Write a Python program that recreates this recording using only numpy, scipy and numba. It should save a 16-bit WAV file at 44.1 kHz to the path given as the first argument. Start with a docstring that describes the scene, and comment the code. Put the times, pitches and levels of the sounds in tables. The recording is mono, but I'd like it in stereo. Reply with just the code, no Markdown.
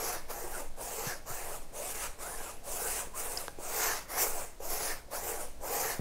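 """A flat brush sweeps varnish up and down a stretched canvas: thirteen strokes, pulled and pushed by turns.
Its bristles flick over the threads and hiss, the cloth sounds like a soft drumhead, and a rasp
glides with the hand's speed. Now and then the brush zips, bumps or ticks.
Behind it is a quiet garage with a short echo, slow air and a faint hiss, all in mono."""
import sys
import numpy as np
from scipy import signal
from scipy.fft import rfft, irfft
from scipy.io import wavfile
from scipy.ndimage import uniform_filter1d, map_coordinates
from numba import njit

SR = 44100
rng = np.random.default_rng(int(sys.argv[2]) if len(sys.argv) > 2 else 0)


def dump(signal):
    """Clip the signal to [-1, 1] and save it as 16-bit WAV at the path in sys.argv[1]."""
    limited = np.clip(np.atleast_2d(signal).T, -1, 1)
    pcm = np.round(limited * 32767).astype(np.int16)
    wavfile.write(sys.argv[1], SR, pcm)


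N = 264688
TIME = np.arange(N) / SR
COAST_S = (0.0976, .05)  # the hand runs on after easing off: pulled, pushed

# How the rub, scrape and hiss rise and fade in a stroke; first row pulled, second row pushed:
# lag/s, rise/s, growth along the stroke/dB, fade/(dB per s)
RUB_SHAPE = [(.004, 0.036, -1.3, 154), (.003, 0.032, 3.2, 197)]
SCRAPE_SHAPE = [(.004, .06, 12.5, 141), (.005, 0.038, -4.5, 124)]
HISS_SHAPE = [(0.0054, 0.061, 1.7, 206), (0.0064, 0.043, -0.75, 170)]
# The strokes, a pulled one first: start/s, easing off/s, rub/dB, scrape/dB, hiss/dB,
# threads crossed at top speed/Hz, brightness/dB, first comb spacing/Hz, last comb spacing/Hz
STROKES = [ (-.2, 0.159, -47.5, -54.5, -47.5, 2000, 1.5, 7500, 5330),
           (0.268, 0.603, -45.5, -54, -46, 1920, 3, 5140, 9400),
           (0.756, 1.107, -44.5, -52.5, -42.5, 1970, -1, 9300, 5840),
           (1.245, 1.546, -47, -51.5, -44, 1990, 1.5, 6700, 10100),
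           (1.715, 2.04, -48, -51.5, -41.5, 1690, -1, 9150, 9100),
           (2.17, 2.496, -48, -54, -45.5, 1730, -2, 8900, 10900),
           (2.623, 3.008, -47, -53, -41, 1550, 1.5, 8700, 8700),
           (3.126, 3.415, -47, -51, -41.5, 1690, 2.5, 8500, 9500),
           (3.567, 3.974, -48.5, -51, -46.5, 2030, -1, 8500, 5530),
           (4.071, 4.418, -45.5, -49, -42, 1990, 4.5, 5030, 8200),
           (4.586, 4.909, -46.5, -52.6, -43, 1830, 2, 6900, 4840),
           (5.092, 5.42, -44.5, -52, -43, 1990, 4, 4800, 9400),
           (5.595, 5.939, -44.5, -52.5, -44.3, 1980, 2, 8200, 5400)]
def brush(rub_press_share=0.68, scrape_press_share=0.78, skate_db=-3):
    """Each stroke rubs, scrapes, rasps and hisses; a pulled tuft skates, a pushed one digs in."""
    rub_db, scrape_db, hiss_db = np.transpose(STROKES)[2:5]
    pulled = np.arange(len(STROKES)) % 2 == 0
    body = canvas(stroke_level(rub_db, RUB_SHAPE, rub_press_share),
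                  stroke_level(scrape_db, SCRAPE_SHAPE, scrape_press_share))
    rasp = weave(stroke_level(rub_db + skate_db * pulled, RUB_SHAPE, rub_press_share))
    hiss = bristles(stroke_level(hiss_db, HISS_SHAPE))
    return body + rasp + hiss


# The tone of the rubbed cloth and of the bent bristles: f/Hz, level/dB
RUB_TONE = [(100, -21), (200, -10), (305, -7), (370, -3.5), (450, 0), (600, 3), (800, -1), (1050, -3.5),
            (1500, -13), (2400, -29), (3400, -45)]
SCRAPE_TONE = [(600, -16), (980, 2), (1300, 0.5), (1750, -2), (2150, 0), (2650, -8), (3300, -16.5),
               (4500, -12.5)]
def canvas(rub_db, scrape_db, frame_hz=240, swing_hz=170, patchy_db=0.78):
    """The dragged tuft shakes the cloth; bent bristles add a scrape."""
    speed, _, _ = hand()
    # ripples come back from the frame, sooner or later as the brush travels
    spacing_hz = frame_hz + swing_hz * speed + 15 * walk(rate=6)
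    ripples = reflect(flicks(per_s=6000, spread_db=0.4), spacing_hz, strength=0.33)
    rub = colour(cloth(ripples), RUB_TONE)
    bent = colour(flicks(per_s=9000, spread_db=0.4), SCRAPE_TONE)
    scrape = clumps(bent, depth_db=2.5, size=1024)
    return undb(patchy_db * walk(rate=45)) * (undb(rub_db) * rub + undb(scrape_db) * scrape)


# The tone of the flicking hairs: f/Hz, level/dB
HISS_TONE = [(1500, -23), (2600, 0.5), (3400, -5.5), (4100, -5), (5200, -1), (6700, 1), (8300, 0.5),
             (9800, 0.5), (11300, -2), (13500, 0), (15500, -5.5)]
def bristles(level_db, rest_tilt_db=-3, speed_tilt_db=5.5, patchy_db=0.79):
    """Hairs hiss, brighter at speed; the echo off the canvas and the hollow under the tuft add a swish."""
    speed, _, bright_db = hand()
    spacing_hz = comb_spacing() * (1 + .025 * walk(rate=20))
    hairs = clumps(colour(flicks(per_s=24000, spread_db=1.2), HISS_TONE), depth_db=1.94)
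    hollow = resonate(hairs, spacing_hz, width=1600)
    hiss = unit(reflect(hairs, spacing_hz, strength=0.29) + 0.38 * hollow)
    dull = signal.sosfiltfilt(signal.butter(2, 9000, fs=SR, output="sos"), hiss)
    tilt = undb((rest_tilt_db + speed_tilt_db * speed + bright_db) / 2)
    return undb(level_db + patchy_db * walk(rate=80)) * (dull / tilt + (hiss - dull) * tilt)


def weave(level_db, turn_hz=800, trim_db=-14.5, slow_gain_db=7, octave_db=-1.5, patchy_db=3):
    """Bristles crossing the threads rasp at a pitch that follows the hand, and softer an octave below."""
    speed, top_hz, _ = hand()
    thread_hz = (turn_hz + (top_hz - turn_hz) * speed) * (1 + 0.021 * walk(rate=14))
    blur_hz = 70 + 120 * speed ** 6  # at full speed the bristles fall out of step

    def rasp(hz):
        band = resonate(rng.standard_normal(N), hz, blur_hz) / np.sqrt(blur_hz)
        return unit(resonate(band, hz, width=470))

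    moving = np.minimum(speed / 0.35, 1)
    both = rasp(thread_hz) + undb(octave_db) * rasp(thread_hz / 2)
    return moving * both * undb(level_db + trim_db + slow_gain_db * (1 - speed) + patchy_db * walk(rate=14))


def hand(bright_drift_db=-6):
    """The hand speeds up and slows down in each stroke: gives speed 0-1, top thread rate, brightness."""
    speed, top_hz, bright_db = np.zeros((3, N))
    for k, (start, ease, _, _, _, hz, db, *_) in enumerate(STROKES):
        along = (TIME - start) / (ease + COAST_S[k % 2] - start)
        begun = along >= 0
        along = np.minimum(along[begun], 1)
        speed[begun] = np.sin(np.pi * along)
        top_hz[begun] = hz
        bright_db[begun] = db + bright_drift_db * (along - .5)  # the hiss dulls along a stroke
    return speed, top_hz, uniform_filter1d(bright_db, size=2000)


# The hand leans on the brush or lets up: t/s, swell of the hiss/dB, half length/s
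PRESSES = [(0.067, 9.5, 0.11), (.31, 6, 0.013), (0.57, 2.3, 0.046), (1.03, 1, .1), (1.118, 2.5, 0.027),
           (1.31, 1.3, 0.033), (1.904, 2, 0.054), (1.935, -7, 0.0093), (2.062, 5.5, 0.024),
           (2.265, 3, 0.034), (2.35, -0.5, .03), (2.877, 5, .12), (3.2, 3, 0.023), (3.832, 13.5, 0.14),
           (4.22, 12.5, 0.059), (4.726, 4.5, 0.038), (4.855, 6.5, 0.11), (5.154, 4, .03), (5.293, 4, 0.033),
           (5.79, 9.5, 0.12), (5.903, 3, 0.027)]
def stroke_level(levels_db, shape, press_share=1):
    """One sound's level in dB: the tuft bites, drags and eases off, and swells under the hand's weight."""
    power = np.full(N, 1e-12)
    for k, ((start, ease, *_), db) in enumerate(zip(STROKES, levels_db)):
        lag_s, rise_s, growth_db, fade_db_per_s = shape[k % 2]
        heard = (TIME >= start) & (TIME < ease + .5)
        t = TIME[heard]
        along = np.minimum((t - start) / (ease - start), 1)
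        bite = np.clip((t - start - lag_s) / rise_s, 0, 1)
        faded_db = fade_db_per_s * np.maximum(t - ease, 0)
        power[heard] += (bite * undb(db + growth_db * (along - .5) - faded_db)) ** 2
    swell_db = sum(db * np.exp(-((TIME - s) / length) ** 2) for s, db, length in PRESSES)
    return 10 * np.log10(power) + press_share * swell_db


def comb_spacing(bend_s=0.31):
    """Hiss plus echo makes a comb of peaks: it sinks as a pulled tuft rises, climbs as a pushed one bends."""
    spacing_hz = np.zeros(N)
    for k, (start, ease, *_, first_hz, last_hz) in enumerate(STROKES):
        age = TIME - start
        if k % 2:  # pushed
            moved = np.sin(np.pi / 2 * np.clip(age / bend_s, 0, 1)) ** 2
        else:
            moved = np.minimum(age, ease - start + COAST_S[0]) / (ease - start)
        spacing_hz = np.where(age >= 0, first_hz + (last_hz - first_hz) * moved, spacing_hz)
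    return uniform_filter1d(spacing_hz, size=800)


def flicks(per_s, spread_db):
    """Bristles snap free of the threads: a crowd of big and small clicks."""
    present = rng.random(N) < per_s / SR
    size = undb(spread_db * np.minimum(rng.exponential(size=N), 6))
    return unit(present * size * rng.standard_normal(N))


def clumps(x, depth_db, size=512):
    """Clumps of wet hair grip and let go, each briefly in its own range of pitch."""
    bands = signal.stft(x, nperseg=size)[2]
    grip = rng.standard_normal(bands.shape)
    for _ in range(2):
        grip = uniform_filter1d(uniform_filter1d(grip, size=5, axis=0), size=5, axis=1)
    return unit(signal.istft(bands * undb(depth_db * unit(grip)), nperseg=size)[1][:N])


# The notes the stretched cloth rings with: f/Hz, width/Hz, level/dB
CLOTH_NOTES = [(109, 39, 7.5), (356.3, 9, -3.5), (426, 9.2, -2.5), (468.5, 94, -1.5), (560, 26, -3),
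               (703, 51, -4), (815, 17, 3.5), (939, 31, 0.5), (1610, 55, 1.5)]
def cloth(x, ring_db=1):
    """The canvas passes a push on and rings like a soft drumhead."""
    return x + undb(ring_db) * sum(undb(db) * resonate(x, hz, width) for hz, width, db in CLOTH_NOTES)


# The bristles lock onto the weave: start/s, end/s, first f/Hz, last f/Hz, level/dB
ZIPS = [(0.519, 0.597, 1590, 1250, -46), (1.057, 1.157, 1750, 1600, -42), (1.256, 1.345, 950, 1480, -46),
        (1.46, 1.563, 1850, 1250, -56), (1.738, 1.922, 480, 756, -46), (2.02, 2.08, 1720, 1630, -50),
        (2.326, 2.46, 1720, 1550, -52), (3.126, 3.206, 946, 1300, -48), (3.81, 3.97, 1970, 1620, -44),
        (4.863, 4.954, 1840, 1720, -42), (5.111, 5.168, 990, 1590, -52), (5.786, 5.968, 2000, 1640, -46)]
def zips():
    """Many bristles skip over the threads in step: a brief, rough glide."""
    out = np.zeros(N)
    for start, end, first_hz, last_hz, db in ZIPS:
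        along = np.clip((TIME - start) / (end - start), 0, 1)
        hz = first_hz + (last_hz - first_hz) * along
        band = resonate(rng.standard_normal(N), hz, width=110)
        out += undb(db) * np.sin(np.pi * along) * unit(resonate(band, hz, width=400))
    return out


# Soft bumps: t/s, peak level/dB, f/Hz, width/Hz
BUMPS = [(.44, -34.5, 357, 40), (.777, -44, 600, 300), (.985, -32, 462, 50), (1.069, -33.5, 150, 55),
         (1.302, -41, 134, 40), (3.072, -39, 280, 200), (3.482, -34.5, 438, 350), (3.587, -32, 377, 160),
         (4.603, -34, 487, 110), (5.085, -47, 540, 50), (5.611, -40, 560, 121), (5.765, -29.5, 452, 45),
         (5.994, -24.5, 159, 160)]
def bumps():
    """The brush bumps the canvas and the cloth thuds."""
    out = np.zeros(N)
    for s, db, hz, width in BUMPS:
        push = 1. * (np.arange(N) == int(s * SR))
        thud = cloth(resonate(resonate(push, hz, width), hz, 2 * hz))
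        out += undb(db) * thud / np.abs(thud).max()
    return out


# Hard little ticks: t/s, ring level/dB, f/Hz, width/Hz, rattle time/s, crack against the ring/dB
TICKS = [(3.373, -25, 5170, 1010, 0.0025, -36), (3.4815, -28.5, 1420, 710, 0.00012, 4)]
def ticks():
    """A hard touch of the brush rattles for an instant, rings and cracks."""
    out = np.zeros(N)
    for s, db, hz, width, rattle_s, crack_db in TICKS:
        age = TIME - s
        contact = (age >= 0) * np.exp(-np.abs(age) / rattle_s) * rng.random(N) ** 4
        ring = cloth(resonate(resonate(contact, hz, width), hz, 2 * width))
        crack = resonate(resonate(contact, hz=2900, width=7000), hz=2700, width=9000)
        out += undb(db) * (ring / np.abs(ring).max() + undb(crack_db) * crack / np.abs(crack).max())
    return out


def garage(x, fade_s=0.37, echo_db=-14):
    """Floor and walls add a short, weak echo."""
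    age = TIME[:SR // 2]
    tail = rng.standard_normal(len(age)) * undb(-60 * age / fade_s) * (age > .005)
    return x + undb(echo_db) * signal.fftconvolve(x, tail / np.linalg.norm(tail))[:N]


# The tone of the quiet room: f/Hz, level/dB
ROOM_TONE = [(12, 6), (22, -1.5), (35, -54), (50, -7.5), (80, -24.5), (125, -21), (220, -22.5),
             (420, -24.5), (650, -23), (1100, -33), (3000, -38.5), (9000, -40), (15000, -47)]
def room_tone(level_db=-48.5, sway_db=0.8):
    """Slow air rumbles under a faint, even hiss."""
    return undb(level_db + sway_db * walk(rate=8.1)) * colour(rng.standard_normal(N), ROOM_TONE)


def air(level_db=-42):
    """Moving air pushes on the microphone, mostly too low to hear."""
    tone = [(4, -17.5), (12, -1.0), (22, -19.5), (40, -24.5), (70, -32.5)]  # f/Hz, level/dB
    return undb(level_db) * colour(rng.standard_normal(N), tone)


def undb(db):
    """Turn decibels into a number to multiply by."""
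    return 10 ** (np.asarray(db) / 20)


def unit(x):
    """Scale to an average strength (rms) of 1."""
    return x / np.sqrt(np.mean(x ** 2))


def colour(x, points):
    """Shape the tone by a curve of (f/Hz, level/dB) points that falls away past its ends; strength 1."""
    hz, db = np.transpose(points)
    f = np.maximum(np.arange(N // 2 + 1) * SR / N, 1)
    ends = np.minimum(f / hz[0], 1) * np.minimum(hz[-1] / f, 1)
    gain = undb(np.interp(np.log(f), np.log(hz), db)) * ends ** 2
    return unit(irfft(rfft(x) * gain, N))


@njit
def moving_band(x, hz, width):
    """A filter that lets one band of pitches through; its centre and width may move."""
    out, band, low = np.empty(len(x)), 0., 0.
    for i in range(len(x)):
        step, damping = np.tan(np.pi * hz[i] / SR), width[i] / hz[i]
        now = (band + step * (x[i] - low)) / (1 + step * (step + damping))
        band, low = 2 * now - band, low + 2 * step * now
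        out[i] = damping * now
    return out


def resonate(x, hz, width):
    """Ring around one pitch; a smaller width (in Hz) rings longer."""
    centre_hz = np.clip(hz, 10, SR / 2 - 2000) * np.ones(N)
    return moving_band(x + 1e-18, centre_hz, width * np.ones(N))


def reflect(x, spacing_hz, strength):
    """Add one moving echo: a comb of gliding peaks and dips."""
    late = map_coordinates(x, [np.arange(N) - SR / spacing_hz], order=3)
    return (x + strength * late) / np.sqrt(1 + strength ** 2)


def walk(rate):
    """A smooth random drift of strength 1, with `rate` new values a second."""
    hold = max(int(SR / rate), 2)
    held = np.repeat(rng.standard_normal(N // hold + 1), hold)[:N]
    return unit(uniform_filter1d(uniform_filter1d(held, hold), hold))


def scene():
    """The brush on the canvas in its room, the same in both channels."""
    mono = garage(brush() + zips() + bumps() + ticks()) + room_tone() + air()
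    return np.array([mono, mono])


def record(dry, top_hz=15700):
    """Cut off the highest treble."""
    return signal.sosfilt(signal.ellip(12, .2, 80, top_hz, fs=SR, output="sos"), dry)


dry = scene()
out = record(dry)
dump(out)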